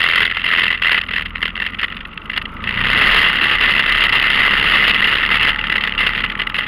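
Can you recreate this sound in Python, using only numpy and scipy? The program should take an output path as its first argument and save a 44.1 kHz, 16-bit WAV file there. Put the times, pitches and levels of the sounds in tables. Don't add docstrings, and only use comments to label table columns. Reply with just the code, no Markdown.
import sys
import numpy as np
from scipy import signal
from scipy.fft import rfft, irfft
from scipy.io import wavfile
from scipy.ndimage import uniform_filter1d, minimum_filter1d

SR = 44100
rng = np.random.default_rng(int(sys.argv[2]) if len(sys.argv) > 2 else 0)


def log_audio(samples):
    frames = np.atleast_2d(samples).T
    limited = np.clip(frames, -1, 1)
    pcm = np.round(limited * 32767).astype(np.int16)
    wavfile.write(sys.argv[1], SR, pcm)


N = 294147
TIME = np.arange(N) / SR
CRUISE_DB, CRUISE_HZ = -36, 35.5

# (time [s], level [dB])
ENGINE_EFFORT = [(0, -41), (1.6, -38), (2.2, -42), (2.55, -37), (2.98, -29), (3.3, -36), (4.1, -35.5),
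                 (4.65, -33.5), (5.45, -36.5), (5.9, -38.5), (6.25, -35.5), (6.45, -38), (6.67, -39)]


def undb(db):
    return 10 ** (np.asarray(db) / 20)


def unit(x):
    return x / np.sqrt(np.mean(x ** 2))


def curves(table):
    times, *columns = np.transpose(table)
    return [np.interp(TIME, times, column) for column in columns]


def drift(rate):
    points = rng.standard_normal(4096)
    return np.interp(TIME * rate, np.arange(len(points)), points)


def low_pass(x, hz, order):
    return signal.sosfiltfilt(signal.butter(order, hz, fs=SR, output="sos"), x)


def resonate(x, modes):
    out = 0
    for hz, width, db in modes:
        b, a = signal.iirpeak(hz, hz / (2 * width), fs=SR)
        out = out + undb(db) * signal.lfilter(b, a, signal.lfilter(b, a, x))
    return out


def cycle_starts(cycles, count):
    return np.flatnonzero(np.diff(np.floor(cycles * count))) + 1


def load():
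    return curves(ENGINE_EFFORT)[0] - CRUISE_DB


def tyres(hz, rumble_db=-40, swell_db=2):
    rumble = unit(resonate(rng.standard_normal(N), [(45, 19, -16), (133, 210, -4)]))
    return rumble * undb(rumble_db + swell_db * drift(0.86)) * (hz / hz.max()) ** 2


def drive_belt(cycles, whine_db=2, waver_db=3, wander=0.00692, throb=0.9):
    # (time [s], pitch [Hz], relative level [dB])
    belt_tone = [(1.9, 840, -67), (2.4, 885, -53), (2.7, 930, -49.5), (3.3, 851.2, -43.5),
                 (3.9, 874.6, -47.5), (4.55, 834.7, -46), (4.8, 870.4, -49), (5.5, 865.3, -44.5),
                 (6.67, 863, -47)]
    hz, db = curves(belt_tone)
    phase = 2 * np.pi * np.cumsum(hz * (1 + wander * drift(15))) / SR
    whine = unit(np.sin(phase)) * undb(whine_db + db + waver_db * drift(10))
    return whine * unit(1 + throb * np.cos(2 * np.pi * cycles))


def exhaust(cycles, scatter_db=2, jitter_s=0.00019):
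    # (pitch [Hz], width [Hz], gain [dB])
    pipe_modes = [(56.6, 21.5, -3), (105.2, 43, -10.5), (190.4, 19.6, -1), (209.5, 19.7, 0), (295, 34, -16),
                  (410, 120, -14.5)]
    firings = cycle_starts(cycles, count=1)
    force, late = rng.standard_normal((len(firings), 2)).T
    starts = np.clip(firings + (jitter_s * SR * late).astype(int), 0, N - 1)
    pulses = np.zeros(N)
    pulses[starts] = undb(scatter_db * force)
    return unit(resonate(pulses, pipe_modes))


def frame_hum(hz, cycles, waver_db=2):
    # (pitch [Hz], gain [dB])
    frame_response = [(21, -18), (24, -4), (35, 2.5), (42, -2), (52, -4), (63, -18), (72, -16.5), (81, -6),
                      (85, -1), (96, -11), (108, -11.5), (125, -1.5), (140, -21)]
    hum = 0
    for k in range(1, 5):
        db = np.interp(k * hz, *np.transpose(frame_response))
        waver = waver_db * undb(load()) * drift(21)
        hum = hum + unit(np.cos(2 * np.pi * k * cycles)) * undb(db + waver)
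    return hum


def engine(hz, cycles, exhaust_db=-3, air_db=-2, sway_db=2, muffle_hz=3300):
    # (pitch [Hz], width [Hz], gain [dB])
    airbox_modes = [(132, 150, -10.5), (190, 56, 17.5), (420, 300, -20.5)]
    # (pitch [Hz], width [Hz], gain [dB])
    casing_modes = [(464, 260, -10.5), (930, 630, -15), (1273, 206, 6), (1940, 1000, -6.5), (2830, 86, -8)]
    thuds = undb(exhaust_db) * exhaust(cycles)
    hum = frame_hum(hz, cycles)
    pulsing = 0.99 + np.exp(-(2 * cycles % 1) / 0.79)
    air = undb(air_db) * unit(resonate(pulsing * rng.standard_normal(N), airbox_modes))
    whirr_db = -32 + 0.73 * load() + 6 * np.log2(hz / CRUISE_HZ)
    whirr = undb(whirr_db) * unit(resonate(pulsing * rng.standard_normal(N), casing_modes))
    effort_db, = curves(ENGINE_EFFORT)
    muffled = low_pass(undb(effort_db) * (thuds + air) + whirr, muffle_hz, order=4)
    return undb(effort_db + sway_db * drift(6)) * hum + muffled


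def case_ring(size=2048):
    # (pitch [Hz], gain [dB])
    case_tone = [(30, -18.5), (200, -21.5), (450, -21.5), (800, -22), (1250, -11.5), (2400, -15),
                 (3150, -9), (4000, -20.5), (5000, -27.5), (5800, -44), (7500, -56), (10000, -43.5),
                 (12500, -41), (16000, -53)]
    # (pitch [Hz], width [Hz], gain [dB])
    case_modes = [(434, 58, 3.5), (1413, 420, 2.5), (1797, 213, 6), (2020, 313, 14), (2739, 430, 10.5),
                  (6040, 830, -13.5), (6670, 1400, 13.5), (8050, 340, -22.5), (9760, 1180, 10.5)]
    freqs = np.maximum(np.fft.rfftfreq(size, 1 / SR), 1)
    hz, db = np.transpose(case_tone)
    db = np.interp(np.log(freqs), np.log(hz), db)
    for centre, width, gain in case_modes:
        db = db + gain / (1 + (2 * (freqs - centre) / width) ** 2)
    cepstrum = irfft(np.log(undb(db)))
    cepstrum[1:size // 2] *= 2
    cepstrum[size // 2 + 1:] = 0
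    return irfft(np.exp(rfft(cepstrum)))[:size // 4]


def ticking(tick_db=-66, grain_db=13, above_hz=5200):
    contacts = rng.standard_normal(N) * undb(grain_db * drift(270))
    sound = signal.fftconvolve(contacts, case_ring())[:N]
    return undb(tick_db) * unit(sound - low_pass(sound, above_hz, order=3))


def shaking(attack_s=0.015, release_s=0.011):
    # (time [s], level [dB])
    engine_shake = [(0, -19), (.75, -23.5), (1.3, -35.5), (2.55, -41), (2.7, -20.5), (2.85, -16),
                    (3.05, -8.5), (3.28, -10), (3.38, -17.5), (3.75, -15.5), (4.1, -20), (4.3, -15.5),
                    (5.5, -24.5), (5.66, -22), (5.93, -27), (6.2, -19.5), (6.46, -41.5), (6.67, -23)]
    # (time [s], length [s], level [dB])
    bumps = [(0, .27, -10), (0.363, 0.065, -20), (0.46, 0.23, -11), (0.694, 0.051, -17.5),
             (0.826, .16, -11.5), (0.987, 0.051, -26), (1.127, 0.096, -16), (1.348, .035, -24.5),
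             (1.419, 0.069, -18.5), (1.564, 0.12, -21), (1.733, 0.01, -23), (1.799, 0.051, -21),
             (1.881, 0.1, -30), (2.32, .07, -26), (3.428, 0.097, -16), (3.608, 0.11, -12),
             (3.766, 0.05, -14.5), (3.89, 0.087, -13), (3.997, 0.063, -10.5), (4.132, 0.07, -13),
             (4.261, 0.417, -15), (4.663, 0.056, -14), (4.742, .17, -9), (4.94, 0.066, -14),
             (5.034, 0.11, -14.5), (5.171, 0.11, -15.5), (5.303, 0.07, -16), (5.405, .1, -11.5),
             (5.706, 0.078, -19), (5.819, .075, -21), (5.986, 0.094, -15.5), (6.149, 0.041, -20),
             (6.398, 0.028, -19), (6.558, 0.065, -18.5)]
    power = undb(curves(engine_shake)[0]) ** 2
    for start_s, length_s, db in bumps:
        attack = np.clip(1 + (TIME - start_s) / attack_s, 0, 1)
        release = np.exp(-np.maximum(TIME - start_s - length_s, 0) / release_s)
        power = power + (undb(db) * attack * release) ** 2
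    return np.sqrt(power)


def knock(ring, length_s, size, contacts_per_s=6000, spread_db=3):
    t = (np.arange(size) - size // 2) / SR
    hits = rng.random(size) < contacts_per_s / SR
    contacts = hits * undb(spread_db * rng.standard_normal(size)) * rng.choice([-1, 1], size)
    shape = np.exp(-np.abs(t / length_s) ** np.where(t < 0, 2.3, 1.4))
    sound = signal.fftconvolve(contacts * shape, ring)
    window = np.hanning(SR // 200)
    peak_power = signal.fftconvolve(sound ** 2, window / window.sum()).max()
    return sound / np.sqrt(peak_power + 1e-18)


def place_knocks(ring, times, levels_db, lengths_s, size=1024):
    out = np.zeros(N + 4 * size)
    for time_s, db, length_s in zip(times, levels_db, lengths_s):
        sound = undb(db) * knock(ring, length_s, size)
        start = int(np.clip(time_s * SR, 0, N))
        out[start:start + len(sound)] += sound
    return out[size // 2:size // 2 + N]


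def throws(hz, cycles, shake, ring, jitter_s=0.0009, length_s=0.0026, firm_db=-17, idle_hz=21.3):
    throw_levels = [1.5, -3, -0.5, -4.5]
    lagged = cycles - 0.39
    starts = cycle_starts(lagged, count=4)
    stroke = np.round(4 * lagged[starts]).astype(int) % 4
    late, force, stretch = rng.standard_normal((len(starts), 3)).T
    contrast = (undb(firm_db) / shake[starts]) ** 0.52 * (hz[starts] / idle_hz) ** 1.045
    cycle_db = 10 * np.log10(np.mean(undb(np.outer(contrast, throw_levels)) ** 2, axis=1))
    scatter_db = 2.5 + np.log2(1 + contrast) / 2
    levels_db = np.array(throw_levels)[stroke] * contrast - cycle_db + scatter_db * force
    times = starts / SR + jitter_s * late
    return unit(place_knocks(ring, times, levels_db, length_s * np.exp(0.42 * stretch)))


def contact_colour(x, hz, full_force_db=-12, flicker_db=4):
    body = low_pass(x, hz=3900, order=3)
    lower = low_pass(body, hz=2350, order=4)
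    bass = low_pass(lower, hz=1500, order=4)
    lean = np.tanh(0.24 * drift(170))
    middle = (lower - bass) * (1 + lean) + (body - lower) * (1 - lean)
    level = np.sqrt(np.abs(uniform_filter1d(x ** 2, size=150)))
    force = np.tanh(level / undb(full_force_db))
    treble = (x - body) * force ** 0.59 * undb(-4 + 0.16 * load() + flicker_db * drift(600))
    hollow = bass * np.cbrt(force) * undb(1.25 + 0.38 * load() + 0.5 * np.log2(hz / CRUISE_HZ))
    return hollow + middle + treble


def rattle(hz, cycles, knock_db=-1, chatter_db=1, touch_db=-8, rise_s=0.002, lift_s=0.014, dip=0.49):
    # (time [s], relative level [dB], length [s])
    hard_knocks = [(0.179, 2, 0.003), (0.2044, -1, 0.0016), (0.252, -6, 0.0033), (0.369, -9, 0.0023),
                   (0.4623, -13, 0.0037), (0.635, 3, 0.0023), (0.7046, -6.5, 0.0034), (0.82, -13, 0.003),
                   (0.9445, 5, 0.0016), (1.0886, -17.5, 0.0047), (1.1093, -18.5, 0.0034),
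                   (1.1348, -21, 0.0025), (1.1617, -12, 0.0023), (1.259, -17, 0.007), (1.354, -19.5, 0.003),
                   (1.428, -2, 0.0024), (1.454, -12, 0.0028), (1.6202, -9, 0.0047), (1.6648, -12, 0.004),
                   (1.7896, -18.5, 0.0047), (1.8315, -9.5, 0.0032), (1.8424, -10.5, 0.0044),
                   (2.0065, -21.5, 0.003), (2.052, -20.5, 0.003), (2.1753, -16.5, 0.0021),
                   (2.2984, -13.5, 0.0034), (2.333, -18.5, 0.003), (2.3637, -16, 0.0033),
                   (2.417, -19.5, 0.0038), (2.455, -17, 0.0029), (2.812, -10, 0.0028), (3.7936, 3, 0.0026),
                   (5.0235, -1, 0.0027), (5.5897, -11.5, 0.0046), (5.699, -12, 0.003),
                   (5.7574, -7.5, 0.0031), (5.8738, -10.5, 0.0029), (5.9867, -12, 0.0022),
                   (6.0676, 1, 0.0033), (6.2387, -6.5, 0.0031), (6.299, -15, 0.0034),
                   (6.352, -15.5, 0.0023), (6.3966, -13.5, 0.0037), (6.417, -10.5, 0.0023),
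                   (6.4703, -11.5, 0.0032), (6.498, -16.5, 0.0028), (6.544, -11.5, 0.0023),
                   (6.586, -9, 0.0031)]
    ring, shake = case_ring(), shaking()
    times, levels_db, lengths_s = np.transpose(hard_knocks)
    peak_times = times + rise_s
    knocks = place_knocks(ring, peak_times, levels_db, lengths_s)
    buzz = unit(signal.fftconvolve(rng.standard_normal(N), ring)[:N])
    chatter = throws(hz, cycles, shake, ring) + undb(touch_db) * np.sqrt(shake) * buzz
    next_knock = np.append(peak_times, np.inf)[np.searchsorted(peak_times, TIME)]
    lifted = (next_knock - TIME < lift_s).astype(float)
    touching = 1 - dip * uniform_filter1d(lifted, size=90)
    return contact_colour(undb(knock_db) * knocks + undb(chatter_db) * shake * touching * chatter, hz)


def scene():
    # (time [s], firing rate [Hz])
    engine_speed = [(0.0, 21.22), (0.7, 21.04), (1.4, 20.3), (1.6, 20.18), (1.95, 23.48), (2.2, 24.47),
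                    (2.55, 26.75), (2.8, 31.13), (3.07, 35.57), (3.64, 35.59), (4.3, 33.71), (4.6, 34.11),
                    (4.8, 35.73), (5.1, 36.83), (5.44, 37.39), (5.7, 35.59), (6.2, 35.18), (6.67, 34.27)]
    hz, = curves(engine_speed)
    cycles = np.cumsum(hz) / SR
    quad = engine(hz, cycles) + drive_belt(cycles) + tyres(hz)
    case = rattle(hz, cycles) + ticking()
    return (quad + case)[None]


def record(dry, ceiling=0.66, hold_samples=35, top_hz=15750):
    gain = (1 + (np.abs(dry) / ceiling) ** 4) ** (-1 / 4)
    gain = uniform_filter1d(minimum_filter1d(gain, hold_samples), hold_samples)
    treble_cut = signal.ellip(10, 0.2, 80, top_hz, fs=SR, output="sos")
    return signal.sosfilt(treble_cut, dry * gain)


dry = scene()
out = record(dry)
log_audio(out)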